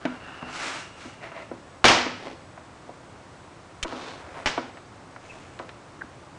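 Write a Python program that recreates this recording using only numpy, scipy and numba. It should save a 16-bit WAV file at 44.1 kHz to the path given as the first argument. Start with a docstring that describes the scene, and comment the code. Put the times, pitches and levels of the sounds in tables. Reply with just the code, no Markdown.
"""A hard plastic carry case is pulled across a table, unlatched, and its lid swung over and laid down.
Every clack and knock rings the same hollow shell in a bare room. In between, hands, lid, hinge and
a paper leaflet rub and rustle, each rub made of many tiny slips. Behind it all is a soft hiss.
A small mono microphone with gain control flattens the loudest clack."""
import sys
import numpy as np
from scipy import signal
from scipy.fft import rfft, irfft
from scipy.io import wavfile
from numba import njit

SR = 44100
rng = np.random.default_rng(int(sys.argv[2]) if len(sys.argv) > 2 else 0)


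def transcribe(signal):
    """Save signal, clipped to [-1, 1], as a 16-bit WAV file at the path in sys.argv[1]."""
    frames = np.atleast_2d(signal).T
    limited = np.clip(frames, -1, 1)
    pcm = np.round(limited * 32767).astype(np.int16)
    wavfile.write(sys.argv[1], SR, pcm)


N = 281382
T = np.arange(N) / SR
RING = T[:2 ** 15]  # time for one blow to die away

# the notes the hollow case rings at: f/Hz, level/dB, time to fade by 60 dB/s
SHELL_NOTES = [(116.3, -19, 0.27), (184, -3.5, 0.074), (247.8, 0.5, 0.23), (296.5, 1, 0.078),
               (333.4, -2.5, 0.13), (483, -9.5, 0.13), (559.4, -6, 0.15), (592, -11, 0.088),
               (663, 2, 0.039), (733, -5, 0.06), (818, -13, 0.22), (975, -1.5, 0.12), (1068, -14.5, 0.32),
               (1127, -11, 0.14), (1280, -8, 0.21), (1373, -7.5, 0.19), (1504, -8, 0.15), (1518, -9, 0.13),
               (1837, -9.5, 0.17), (2006, -9.5, 0.22), (2254, 2.5, 0.063), (2470, -14, 0.087),
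               (2620, -18, .25), (2825, -12, 0.28)]

def shell(crack, crack_s, spike, ring_db, room_db):
    """One blow on the case: a sharp spike, a crack of many short notes, the main notes and their echo."""
    hz, db, fade_s = np.transpose(SHELL_NOTES)[:, :, None]
    t = RING[:SR // 3]
    # where the blow lands decides which way each note swings first
    weight = undb(db + ring_db) * rng.choice([-1, 1], hz.shape)
    notes = weight * np.sin(2 * np.pi * hz * t) * np.exp(-np.log(1000) * t / fade_s)
    blow = np.zeros(len(RING))
    add(blow, 0, notes.sum(axis=0))
    blow[0] += spike
    burst = crack * rng.standard_normal(len(RING)) * np.exp(-RING / crack_s)
    walls = signal.fftconvolve(blow, echo())[:len(RING)]
    walls += np.linalg.norm(burst) * echo()  # the crack reaches the walls as one even burst
    return blow + burst + undb(room_db) * walls

# latches and lid rim snapping: t/s, level/dB, brightness/Hz, echo/dB, air puff/dB
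RIM_CLACKS = [(1.8426, -7.5, 3200, -18, -20.5), (1.8530, -6, 5140, -3, -46), (1.8620, -13, 5540, 4.5, -42),
              (1.8826, -10.5, 4500, -3, -33), (1.897, -15, 4470, 0.5, -27),
              (4.4592, -19.5, 4400, -2.5, -26), (4.4725, -24.5, 5500, -2.5, -40)]
# their tone: f/Hz, level/dB
CLACK_TONE = [(60, -14), (120, 2), (185, -0.5), (250, -1), (350, 2), (700, 5.5), (1500, 5), (3000, 3),
              (3900, -0.5), (5200, 0), (7000, -7), (10000, -20.5)]

def clacks():
    """Hard hits on the stiff rim crack brightly and push a little air."""
    out = np.zeros(N)
    for s, db, bright_hz, room_db, air_db in RIM_CLACKS:
        hit = shell(crack=10.2, crack_s=0.014, spike=85, ring_db=-2.0, room_db=room_db)
        hit = cut(colour(hit, CLACK_TONE), bright_hz, "low", order=1)
        add(out, s, start_at(hit, db) + puff(air_db))
    return out

# bumps of hands, shell and contents: t/s, level/dB, brightness/Hz, bass cut/Hz, panel ring/dB
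DULL_KNOCKS = [(0.0527, -23, 262, 201, 11), (0.0536, -25.5, 990, 690, 0), (0.4260, -32.5, 557, 128, -5),
               (1.0520, -38, 420, 238, 9), (1.3180, -39.5, 800, 600, 10), (1.3760, -41, 995, 500, 13),
               (1.5148, -30.5, 374, 323, 3), (2.0641, -26.5, 750, 223, 5.5), (2.2700, -38, 900, 350, 10),
               (2.5761, -40.5, 450, 754, -2), (2.893, -37.5, 347, 475, 9), (3.8475, -32, 1080, 252, 13),
               (3.8535, -34.5, 600, 250, 9), (3.9250, -31.5, 550, 270, 3), (3.948, -42, 600, 300, 6),
               (4.5776, -22, 716, 335, 3), (4.7720, -42.5, 1200, 500, 5), (5.1625, -39, 700, 650, -3),
               (5.591, -41, 1600, 900, -2), (5.5975, -33, 474, 514, 5), (5.6920, -41.5, 1320, 1410, -2),
               (6.0340, -43.5, 450, 252, 2)]

def knocks():
    """Soft hits ring the panels more and lose their treble, gently at first and then steeply."""
    out = np.zeros(N)
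    for s, db, bright_hz, low_hz, ring_db in DULL_KNOCKS:
        hit = shell(crack=12.5, crack_s=0.0059, spike=114, ring_db=ring_db, room_db=-7.5)
        hit = cut(hit, low_hz, "high", order=3)
        hit = cut(hit, bright_hz, "low", order=1)
        hit = cut(hit, 2.36 * bright_hz, "low")
        add(out, s, start_at(hit, db))
    return out

# the lid's edge ticking: t/s, level/dB, fade time/s, air puff/dB
LID_TICKS = [(3.8278, -22, 0.0047, -50), (3.8327, -21, 0.0041, -26.5)]
# its tone: f/Hz, level/dB
TICK_TONE = [(200, -15), (700, -7), (1400, -3), (3200, 7), (4800, -6.5), (6300, 1.5), (10000, -15)]

def ticks():
    """Bright, dry scratches, too close to the microphone to wake the room."""
    out = np.zeros(N)
    for s, db, fade_s, air_db in LID_TICKS:
        scratch = unit(colour(rng.standard_normal(len(RING)), TICK_TONE)) * np.exp(-RING / fade_s)
        add(out, s, undb(db) * scratch + puff(air_db))
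    return out

def puff(db, rise_s=0.0033):
    """A bending panel shoves one slow puff of air."""
    shove = RING / rise_s * np.exp(1 - RING / rise_s)
    return undb(db) * cut(shove, 14, "high", order=1)

def rub(strokes, tone, slips_per_s, rise, fall):
    """Rubbing is many tiny, uneven slips. Each stroke swells and fades over shares of its length."""
    slips = (rng.random(N) < slips_per_s / SR) * rng.standard_normal(N)
    pressure = np.zeros(N)
    for s, length_s, db in strokes:
        done = (T - s) / length_s
        ramp = np.clip(np.minimum(done / rise, (1 - done) / fall), 0, 1)
        pressure += undb(db) * np.sin(np.pi / 2 * ramp) ** 2
    return unit(colour(slips, tone)) * pressure * undb(wander(per_s=50))  # wavers by about 1 dB

# one long pull, then a nudge: t/s, length/s, level/dB
PULLS = [(.43, 0.51, -33), (.9, 0.31, -45.5)]
# their tone: f/Hz, level/dB
FEET_TONE = [(150, -24), (280, -2), (430, -9), (720, -4.5), (850, -2), (1050, -4.5), (1330, 0.5),
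             (1720, -3.5), (2220, -3.5), (3200, -9), (5900, -13), (8000, -17.5), (10000, -28)]

def feet():
    """The case's feet scrape over the table."""
    return rub(PULLS, FEET_TONE, slips_per_s=12000, rise=0.45, fall=0.58)

# the case coming open: t/s, length/s, level/dB
PARTING = [(2.16, .24, -39)]
# its tone: f/Hz, level/dB
SEAM_TONE = [(150, -12), (250, 2.5), (600, -0.5), (950, -2), (1300, -18), (2000, -8.5), (5000, -18.5),
             (9000, -34)]

def seam():
    """The two halves rub as they come apart."""
    return rub(PARTING, SEAM_TONE, slips_per_s=1000, rise=0.48, fall=0.63)

# the lid settling: t/s, length/s, level/dB
SETTLING = [(3.855, .43, -40.5)]
# its tone: f/Hz, level/dB
LID_TONE = [(150, -17), (310, 1.5), (410, 0.5), (600, -1), (1020, 0), (2370, -9.5), (4000, -10.5),
            (6500, -19.5), (10000, -34)]

def lid():
    """The open lid slides to rest."""
    return rub(SETTLING, LID_TONE, slips_per_s=4000, rise=0.05, fall=0.5)

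# the hinge moving: t/s, length/s, level/dB
TURNS = [(4.1, .4, -45), (4.32, 0.17, -42)]
# its tone: f/Hz, level/dB
HINGE_TONE = [(150, -8), (260, -2), (450, -2.5), (680, 5.5), (820, -7), (950, 1), (1700, -5.5), (2200, -8),
              (2950, -15.5), (9000, -31.5)]

def hinge():
    """The hinge rubs through its last few degrees."""
    return rub(TURNS, HINGE_TONE, slips_per_s=2100, rise=0.31, fall=0.62)

# fingers on the plastic: t/s, length/s, level/dB
TOUCHES = [(1.2, .12, -40.5), (1.325, 0.14, -41.5)]
# their tone: f/Hz, level/dB
FINGER_TONE = [(200, -25), (340, -2.5), (490, -6), (650, 4.5), (800, -5.5), (1250, -7.5), (2080, -2.5),
               (3000, -15), (5000, -24), (9000, -40)]

def fingers():
    """Fingers brush the case, feeling for the latches."""
    return rub(TOUCHES, FINGER_TONE, slips_per_s=5800, rise=0.27, fall=0.42)

# palms on the plastic: t/s, length/s, level/dB
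GRIPS = [(0, 0.21, -45.5), (.18, 0.37, -45), (.46, 0.24, -44.5)]
# their tone: f/Hz, level/dB
PALM_TONE = [(200, -4.5), (500, -5.5), (900, 1), (1100, -2.5), (1300, 3), (1700, 0), (2000, -8.5),
             (2600, -11.5), (3200, -14), (5000, -19.5), (9000, -35)]

def palms():
    """Palms rub the sides as they take hold."""
    return rub(GRIPS, PALM_TONE, slips_per_s=4000, rise=0.1, fall=0.31)

# the grip whistling: t/s, length/s, level/dB
WHISTLES = [(.03, .34, -58.5), (.2, 0.73, -51), (.66, 0.93, -58)]
# its tone: f/Hz, level/dB
WHISTLE_TONE = [(2000, -38), (2580, -5), (2750, 8), (2930, 3), (3080, -34), (3700, -41)]

def whistle():
    """The grip rubs in one narrow range of pitch, making a thin whistle."""
    return rub(WHISTLES, WHISTLE_TONE, slips_per_s=5100, rise=0.19, fall=0.34)

# the leaflet flicking and squeaking: t/s, f/Hz, level/dB, length/s, roughness/0-1
PAPER_SQUEAKS = [(5.307, 2590, -40.5, 0.0084, 0.45), (6.0117, 1830, -36, .0012, 0.7),
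                 (6.0157, 1635, -29, 0.00093, 0.7), (6.0195, 1450, -25, 0.00039, 0.25),
                 (6.0211, 1722, -26.5, 0.0016, 0.84)]

def squeaks():
    """Paper sticks and slips under a fingertip for a few uneven cycles."""
    out = np.zeros(N)
    t = RING[:SR // 10] - 1 / 20  # zero is the squeak's loudest moment
    for s, hz, db, length_s, rough in PAPER_SQUEAKS:
        wobble = unit(cut(rng.standard_normal(len(t)), 340, "low"))
        cycles = np.cumsum(hz * (1 + rough * wobble / 10)) / SR
        swell = undb(db) * np.exp(-.5 * (t / length_s) ** 2)
        add(out, s + t[0], swell * np.sin(2 * np.pi * cycles))
    return out

# the leaflet moving: t/s, length/s, level/dB
RUSTLES = [(5.17, 0.44, -49.5), (5.5, 0.25, -57)]
# its tone: f/Hz, level/dB
PAPER_TONE = [(300, 5), (650, 6.5), (1300, -2), (2700, -1.5), (4000, -12), (7000, -11.5), (10000, -25)]

def leaflet():
    """Paper rustles as it is gripped, then drawn out."""
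    return rub(RUSTLES, PAPER_TONE, slips_per_s=2700, rise=0.22, fall=0.49)

# the tone of the bare walls: f/Hz, level/dB
ECHO_TONE = [(60, 0.5), (200, -1.5), (500, -2), (1500, -2.5), (5000, 0), (10000, 6)]
# how long they echo: f/Hz, time to fade by 60 dB/s
ECHO_FADE = [(100, 0.61), (300, 0.55), (1000, 0.59), (3000, 0.61), (6000, 0.53), (10000, 0.3)]

def echo(build_s=0.013):
    """The room's answer to one click: reflections thicken, then fade, the treble first."""
    hz = np.fft.rfftfreq(len(RING), 1 / SR)
    spectrum = rfft(rng.standard_normal(len(RING))) * undb(look_up(hz, ECHO_TONE))
    band_hz = np.geomspace(80, 10000, 7)
    shares = np.array([look_up(hz, np.c_[band_hz, row]) for row in np.eye(len(band_hz))])
    bands = irfft(spectrum * shares, len(RING))
    fades = np.exp(-np.log(1000) * RING / look_up(band_hz, ECHO_FADE)[:, None])
    tail = np.sum(bands * fades, axis=0) * (1 - np.exp(-(RING / build_s) ** 2))
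    return tail / np.linalg.norm(tail)

def room(x, db):
    """The part of a sound that bounces back from the walls."""
    return undb(db) * signal.oaconvolve(x, echo())[:N]

# the tone of room air and microphone hiss: f/Hz, level/dB
AIR_TONE = [(15, -49), (25, -21), (92, 0), (137, -2.5), (209, -5.5), (237, -10), (255, -4), (311, -4.5),
            (464, -9), (500, -7), (692, -7.5), (1090, -9), (3020, -22.5), (8000, -29.5), (9770, -34.5),
            (12700, -82), (21500, -120)]

def air(hiss_db=-47, whine_hz=7900, whine_db=-75):
    """Steady room noise with a faint, flickering high tone."""
    hiss = unit(colour(rng.standard_normal(N), AIR_TONE)) * undb(hiss_db)
    whine = np.sin(2 * np.pi * np.cumsum(whine_hz + 25 * wander(per_s=30)) / SR)
    return hiss + whine * undb(whine_db + 3.6 * wander(per_s=9))

def undb(db):
    """Turn decibels into a number to multiply by."""
    return 10 ** (np.asarray(db) / 20)

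def unit(x):
    """Scale a sound to an average (rms) level of 1."""
    return x / np.sqrt(np.mean(x ** 2))

def start_at(x, db):
    """Scale a sound so its first hundredth of a second has this level."""
    return x * undb(db) / np.sqrt(np.mean(x[:SR // 100] ** 2))

def look_up(hz, points):
    """Read between a table's rows, with every octave equally wide."""
    f, value = np.transpose(points)
    return np.interp(np.log(np.maximum(hz, 1)), np.log(f), value)

def colour(x, tone, size=4096):
    """Make each pitch range louder or softer, as a tone table says."""
    gains = undb(look_up(np.fft.rfftfreq(size, 1 / SR), tone))
    folded = irfft(np.log(gains))
    # fold the filter forward in time, so nothing rings before the sound starts
    folded[1:size // 2] *= 2
    folded[size // 2 + 1:] = 0
    return signal.oaconvolve(x, irfft(np.exp(rfft(folded))))[:len(x)]

def cut(x, hz, keep, order=2):
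    """Keep the "low" or "high" side of hz; a higher order cuts more steeply."""
    return signal.sosfilt(signal.butter(order, min(hz, SR / 2 - 1), keep, fs=SR, output="sos"), x)

def wander(per_s):
    """Glide between random values, mostly from -1 to 1."""
    values = rng.standard_normal(512)
    return np.interp(T * per_s, np.arange(len(values)), values)

def add(track, s, x):
    """Mix x into the track from time s."""
    i = int(s * SR)
    track[i:i + len(x)] += x[:N - i]

def scene():
    """Everything reaches one microphone, directly and for the most part by the walls too."""
    rubbing = palms() + whistle() + feet() + fingers() + seam() + lid() + hinge() + leaflet()
    paper = squeaks()
    mono = clacks() + knocks() + ticks() + rubbing + paper
    mono += room(rubbing, db=-6) + room(paper, db=-17) + air()
    return np.array([mono, mono])

@njit
def follow(x, attack, release):
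    """Track the loudness, rising fast and falling slowly."""
    out, level = np.empty(len(x)), 0.
    for i in range(len(x)):
        level += (abs(x[i]) - level) * (attack if abs(x[i]) > level else release)
        out[i] = level
    return out

def record(dry, limit=0.47, attack_s=0.0023, release_s=0.053, ceiling=0.68, top_hz=10000):
    """Gain control holds the loudest clack down, peaks round off, and the highest treble is cut."""
    loudness = follow(dry[0], 1 / (attack_s * SR), 1 / (release_s * SR))
    held = dry * limit / np.maximum(loudness, limit)
    rounded = ceiling * np.tanh(held / ceiling)
    return signal.sosfilt(signal.ellip(10, .2, 70, top_hz, fs=SR, output="sos"), rounded)

dry = scene()
out = record(dry)
transcribe(out)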